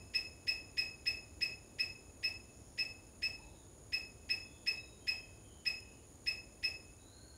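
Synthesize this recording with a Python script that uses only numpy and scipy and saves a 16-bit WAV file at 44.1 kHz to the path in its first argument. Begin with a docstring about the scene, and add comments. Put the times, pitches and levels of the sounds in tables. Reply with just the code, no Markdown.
"""From the start, a small squirrel repeats one high chirp in a quiet garden, over buzzing insects and a
low outdoor rumble. Each chirp flicks upward and lands on a short, steady whistle; then walls and trunks
throw it back and the leaves let it ring on. After about two and a half seconds, small birds begin to
whistle far off. A grain ticks on a feeding table near three seconds, and three more around six.
The squirrel stops shortly before the end, and the birds have the last notes."""
import sys
import numpy as np
from scipy import signal
from scipy.fft import rfft, irfft
from scipy.io import wavfile

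SR = 44100
rng = np.random.default_rng(int(sys.argv[2]) if len(sys.argv) > 2 else 0)


def file_out(sig):
    """Save sig as 16-bit WAV at sys.argv[1]."""
    # one column per channel
    cols = np.atleast_2d(sig).T
    # limit, then scale
    lim = np.clip(cols, -1, 1)
    pcm = np.round(lim * 32767).astype(np.int16)
    wavfile.write(sys.argv[1], SR, pcm)


N = 325015
TIME = np.arange(N) / SR

# The squirrel's chirps. Each row: start in seconds, level in dB compared with the other chirps.
CHIRPS = [(-0.21, 0.5), (0.1359, -1.5), (0.4678, -0.7), (0.768, -0.3), (1.0551, -0.4), (1.4062, -0.7),
          (1.784, -1), (2.227, -1.4), (2.7753, -2.0), (3.218, -1.8), (3.9197, -1.7), (4.2885, -0.8),
          (4.6603, 0), (5.0673, -0.6), (5.6511, -0.5), (6.2593, -1), (6.6265, -1.1)]

FLICK_FROM_HZ, FLICK_TO_HZ, FLICK_CLIMB_S = 1050, 1997, 0.0054
FLICK_DB, FLICK_ATTACK_S, FLICK_S, BREAK_S = -43, 0.0059, 0.0107, 0.0019
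HELD_HZ, SAG_HZ_PER_S, PITCH_SPREAD_HZ = 2580, 0.7, 2.8
WHISTLE_DB, SWELL_DB, SWELL_S, HOLD_S, RELEASE_DB_PER_S = -32, 4.5, 0.0078, 0.0059, 1267
FLICK_JITTER, HELD_JITTER = 0.012, 0.0073   # unsteadiness, as a share of the pitch


def squirrel(opening_bright_db=2.5, relax_s=0.62, leaves_db=-16, stirred=0.65):
    """Every chirp meets the same hard surfaces, while part of its ring changes as the leaves stir."""
    out, echoes, still_leaves = np.zeros(N), hard_echoes(), foliage()
    for start, db in CHIRPS:
        # the pitch sinks a little over the run, and no two chirps land on quite the same note
        held_hz = HELD_HZ - SAG_HZ_PER_S * start + PITCH_SPREAD_HZ * rng.standard_normal()
        # the run opens with stronger overtones, which soon relax
        brightness_db = opening_bright_db * np.exp(-start / relax_s)
        call = from_db(db) * chirp(held_hz, brightness_db)
        leaves = (still_leaves + stirred * foliage()) / np.hypot(1, stirred)
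        add(out, signal.fftconvolve(call, echoes), start)
        add(out, from_db(leaves_db) * signal.fftconvolve(call, leaves), start)
    return out


def chirp(held_hz, brightness_db, undertone_db=-33.5, hiss_db=-24.0, size=2048):
    """A tone and its overtones sweep up through the throat, which favours some pitches over others."""
    # How throat and mouth shape the voice. Each row: frequency in Hz, gain in dB.
    throat = [(1100, -40), (1600, -16), (1890, 1.1), (2580, 1.5), (3300, -7), (4200, -14.5), (5160, -1.0),
              (5900, -20), (7000, -20.5), (7740, -24), (10300, -29), (12900, -39), (15500, -43)]
    t = TIME[:size]
    # the flick climbs and levels off, then the voice breaks upward to the held pitch
    held = ramp(t, FLICK_S, BREAK_S)   # 0 in the flick, 1 in the whistle
    flick_hz = FLICK_TO_HZ + (FLICK_FROM_HZ - FLICK_TO_HZ) * np.exp(-(t / FLICK_CLIMB_S) ** 2)
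    pitch = (1 - held) * flick_hz + held * held_hz
    jitter = (1 - held) * FLICK_JITTER + held * HELD_JITTER
    phase = 2 * np.pi * np.cumsum(pitch * (1 + jitter * drift(1530, size))) / SR
    voice = sum(from_db(at_hz(throat, k * pitch) + brightness_db * (k > 1)) * np.sin(k * phase)
                for k in range(1, 7))
    # every other vibration differs slightly, which adds a faint tone an octave below
    undertone = held * from_db(undertone_db) * np.sin(phase / 2)
    # a faint hiss is heard during each chirp
    hiss = from_db(hiss_db + FLICK_DB) * (1 + held) * rng.standard_normal(size)
    # the whistle swells, holds and dies away
    whistle_start = FLICK_S + BREAK_S
    whistle_db = WHISTLE_DB - SWELL_DB * (1 - ramp(t, whistle_start, SWELL_S))
    effort = from_db((1 - held) * FLICK_DB + held * whistle_db)
    release = from_db(-RELEASE_DB_PER_S * np.maximum(t - whistle_start - SWELL_S - HOLD_S, 0))
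    soft_edges = ramp(t, 0, FLICK_ATTACK_S) * ramp(t[::-1], 0, FLICK_S)
    return ((voice + undertone) * effort + hiss) * release * soft_edges


def hard_echoes(first_s=0.01562, gap_s=0.00252, growth=1.082, loss_db_per_s=114, size=16384):
    """The direct sound, then echoes off walls and trunks; the far ones weaken as they travel."""
    # Strong echoes off the nearest surfaces. Each row: delay in seconds, level in dB.
    near = [(.00407, -4.0), (.0105, -7.0), (.01357, -5.0)]
    # farther trunks and walls stand more sparsely, so each gap between echoes is longer than the last
    delays = first_s + gap_s * (growth ** np.arange(20) - 1) / (growth - 1)
    far = [(delay, -7.0 - loss_db_per_s * delay) for delay in delays]
    hz = np.arange(size // 2 + 1) * SR / size
    return irfft(1 + sum(from_db(db) * np.exp(-2j * np.pi * hz * delay) for delay, db in near + far))


def foliage(build_s=0.052, low_ring_s=0.73, high_ring_s=0.26, split_hz=3800, size=32768):
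    """Leaves scatter sound into a ring that builds up, then dies away, the high part first."""
    t = TIME[:size]
    scatter = rng.standard_normal(size)
    low = signal.sosfilt(signal.butter(2, split_hz, fs=SR, output="sos"), scatter)
    high = signal.sosfilt(signal.butter(2, split_hz, "high", fs=SR, output="sos"), scatter)
    tail = low * from_db(-60 * t / low_ring_s) - high * from_db(-60 * t / high_ring_s)
    build_up = 1 - np.exp(-(t / build_s) ** 2)
    return rms_one(tail * build_up) / np.sqrt(size)


def low_trail(level_db=-59.5, band_hz=(300, 850), lag_s=0.04, rise_s=0.0038, decay_s=0.091, size=16384):
    """A faint, dull rush follows each chirp."""
    out, t = np.zeros(N), TIME[:size]
    band = signal.butter(2, band_hz, "band", fs=SR, output="sos")
    rise_and_fall = (1 - np.exp(-t / rise_s)) * np.exp(-t / decay_s)
    for start, db in CHIRPS:
        rush = rms_one(signal.sosfilt(band, rng.standard_normal(size)))
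        add(out, from_db(level_db + db) * rush * rise_and_fall, start + lag_s)
    return out


def birds(direct_db=-0.5, scatter_db=-4.5):
    """Small birds give thin, sliding whistles, blurred by distance."""
    # The birds' notes. Each row: start in seconds, length in seconds, first and last pitch in Hz,
    # level in dB before the note splits into direct and scattered sound.
    notes = [(2.456, 0.38, 5300, 5530, -74.5), (3.31, 0.36, 4090, 3520, -75.5),
             (3.384, 0.034, 790, 995, -59), (4.42, 0.19, 3470, 3440, -71), (4.718, 0.2, 3840, 3810, -67),
             (4.997, 0.21, 3130, 3160, -69), (5.42, 0.18, 3150, 3020, -69.5),
             (5.667, 0.34, 2910, 2860, -76.5), (6.988, 0.21, 3820, 4190, -67.5),
             (7.109, 0.22, 4165, 4380, -65.5), (6.997, 0.34, 1446, 1590, -76)]
    out = np.zeros(N)
    for start, length, first_hz, last_hz, db in notes:
        progress = np.minimum(TIME[:SR // 2] / length, 1)
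        waver = 0.017 * from_db(-65.5 - db)   # share of the pitch: fainter notes are more blurred
        pitch = (first_hz + (last_hz - first_hz) * progress) * (1 + waver * drift(400, len(progress)))
        swell = np.sqrt(np.abs(np.sin(np.pi * progress)))
        add(out, from_db(db) * swell * np.sin(2 * np.pi * np.cumsum(pitch) / SR), start)
    return from_db(direct_db) * out + from_db(scatter_db) * signal.fftconvolve(out, foliage())[:N]


def grains(decay_s=0.00045, width_hz=2500, size=512):
    """Grains tick on the feeding table with tiny, dry snaps."""
    # The ticks. Each row: start in seconds, peak level in dB, pitch in Hz.
    ticks = [(2.901, -53, 11000), (5.804, -43.5, 7700), (6.103, -60, 11500), (6.156, -52, 7600)]
    out = np.zeros(N)
    for start, db, hz in ticks:
        burst = rng.standard_normal(size) * np.exp(-TIME[:size] / decay_s)
        snap = resonate(burst, hz, width_hz)
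        add(out, from_db(db) * snap / np.abs(snap).max(), start)
    return out


def insects(unsteadiness=0.0052):
    """Each insect's scraping rings around one high pitch; some scrape in fast, even pulses."""
    # The insects. Each row: pitch in Hz, band width in Hz (each filter is set 1.33 times as wide),
    # pulses per second, pulse depth from 0 (smooth) to 1, level in dB.
    buzzers = [(6776, 330, 60.3, 0.4, -70.5), (6844, 326, 98, 0, -69.5), (9146, 520, 128.6, 0, -73.5),
               (9810, 580, 128.2, 0.4, -72.5)]
    out = np.zeros(N)
    for hz, width_hz, per_s, depth, db in buzzers:
        stroke = 2 * np.pi * np.cumsum(per_s * (1 + unsteadiness * drift(2.9, N))) / SR
        scrape = rng.standard_normal(N) * (1 + depth * np.cos(stroke)) ** 2
        filter_width_hz = 1.33 * width_hz
        buzz = resonate(resonate(scrape, hz, filter_width_hz), hz, filter_width_hz)
        out += from_db(db) * rms_one(buzz)
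    return out


def air(wander_db=0.2, wander_per_s=5.0, fade_db_per_s=0.28, rumble_below_hz=1200):
    """A distant rumble and a faint hiss lie under everything, nearly steady."""
    # The outdoor background noise. Each row: frequency in Hz, level in dB per Hz.
    spectrum = [(22, -104), (45, -80.5), (62, -77.5), (100, -79.5), (170, -89.5), (300, -87.5),
                (600, -94.5), (1000, -102), (1600, -108), (3000, -112), (5500, -111), (8000, -118),
                (11000, -117), (15500, -119)]
    hz = np.arange(N // 2 + 1) * SR / N
    noise = irfft(rfft(rng.standard_normal(N)) * from_db(at_hz(spectrum, hz)), N) * np.sqrt(SR / 2)
    rumble = signal.sosfilt(signal.butter(1, rumble_below_hz, fs=SR, output="sos"), noise)
    # only the low part wanders and slowly fades
    swell_db = wander_db * drift(wander_per_s, N) - fade_db_per_s * (TIME - TIME.mean())
    return noise + rumble * (from_db(swell_db) - 1)


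def from_db(db):
    """Turn decibels into a number to multiply by."""
    return 10 ** (np.asarray(db) / 20)


def at_hz(points, hz):
    """Read a level between a table's rows, giving every octave equal room."""
    known_hz, values = np.transpose(points)
    return np.interp(np.log(np.maximum(hz, 1)), np.log(known_hz), values)


def rms_one(x):
    """Scale a sound so its average power is 1."""
    return x / np.sqrt(np.mean(x ** 2) + 1e-20)


def ramp(t, start_s, length_s):
    """Go evenly from 0 to 1 over the given stretch."""
    return np.clip((t - start_s) / length_s, 0, 1)


def drift(per_s, size):
    """Wander by about 1 either way, heading for a new random value per_s times a second."""
    steps = rng.standard_normal(size)
    return np.interp(np.arange(size) * per_s / SR, np.arange(size), steps)


def resonate(x, hz, width_hz):
    """Let a sound ring at one pitch, weakening everything away from it."""
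    r = np.exp(-np.pi * width_hz / SR)
    feedback = [1, -2 * r * np.cos(2 * np.pi * hz / SR), r * r]
    return signal.lfilter(np.array([1, 0, -1]) * (1 - r * r) / 2, feedback, x + 1e-18)


def add(out, sound, start_s):
    """Mix a sound in at its start time."""
    at = int(round(start_s * SR))
    first, last = max(at, 0), min(at + len(sound), N)
    if last > first:
        out[first:last] += sound[first - at:last - at]


def scene():
    """The whole garden, in one channel."""
    return (squirrel() + low_trail() + birds() + insects() + grains() + air())[None]


def record(dry, cutoff_hz=15650):
    """The very highest sounds are cut off steeply."""
    return signal.sosfilt(signal.ellip(12, 0.1, 70, cutoff_hz, fs=SR, output="sos"), dry)


dry = scene()
out = record(dry)
file_out(out)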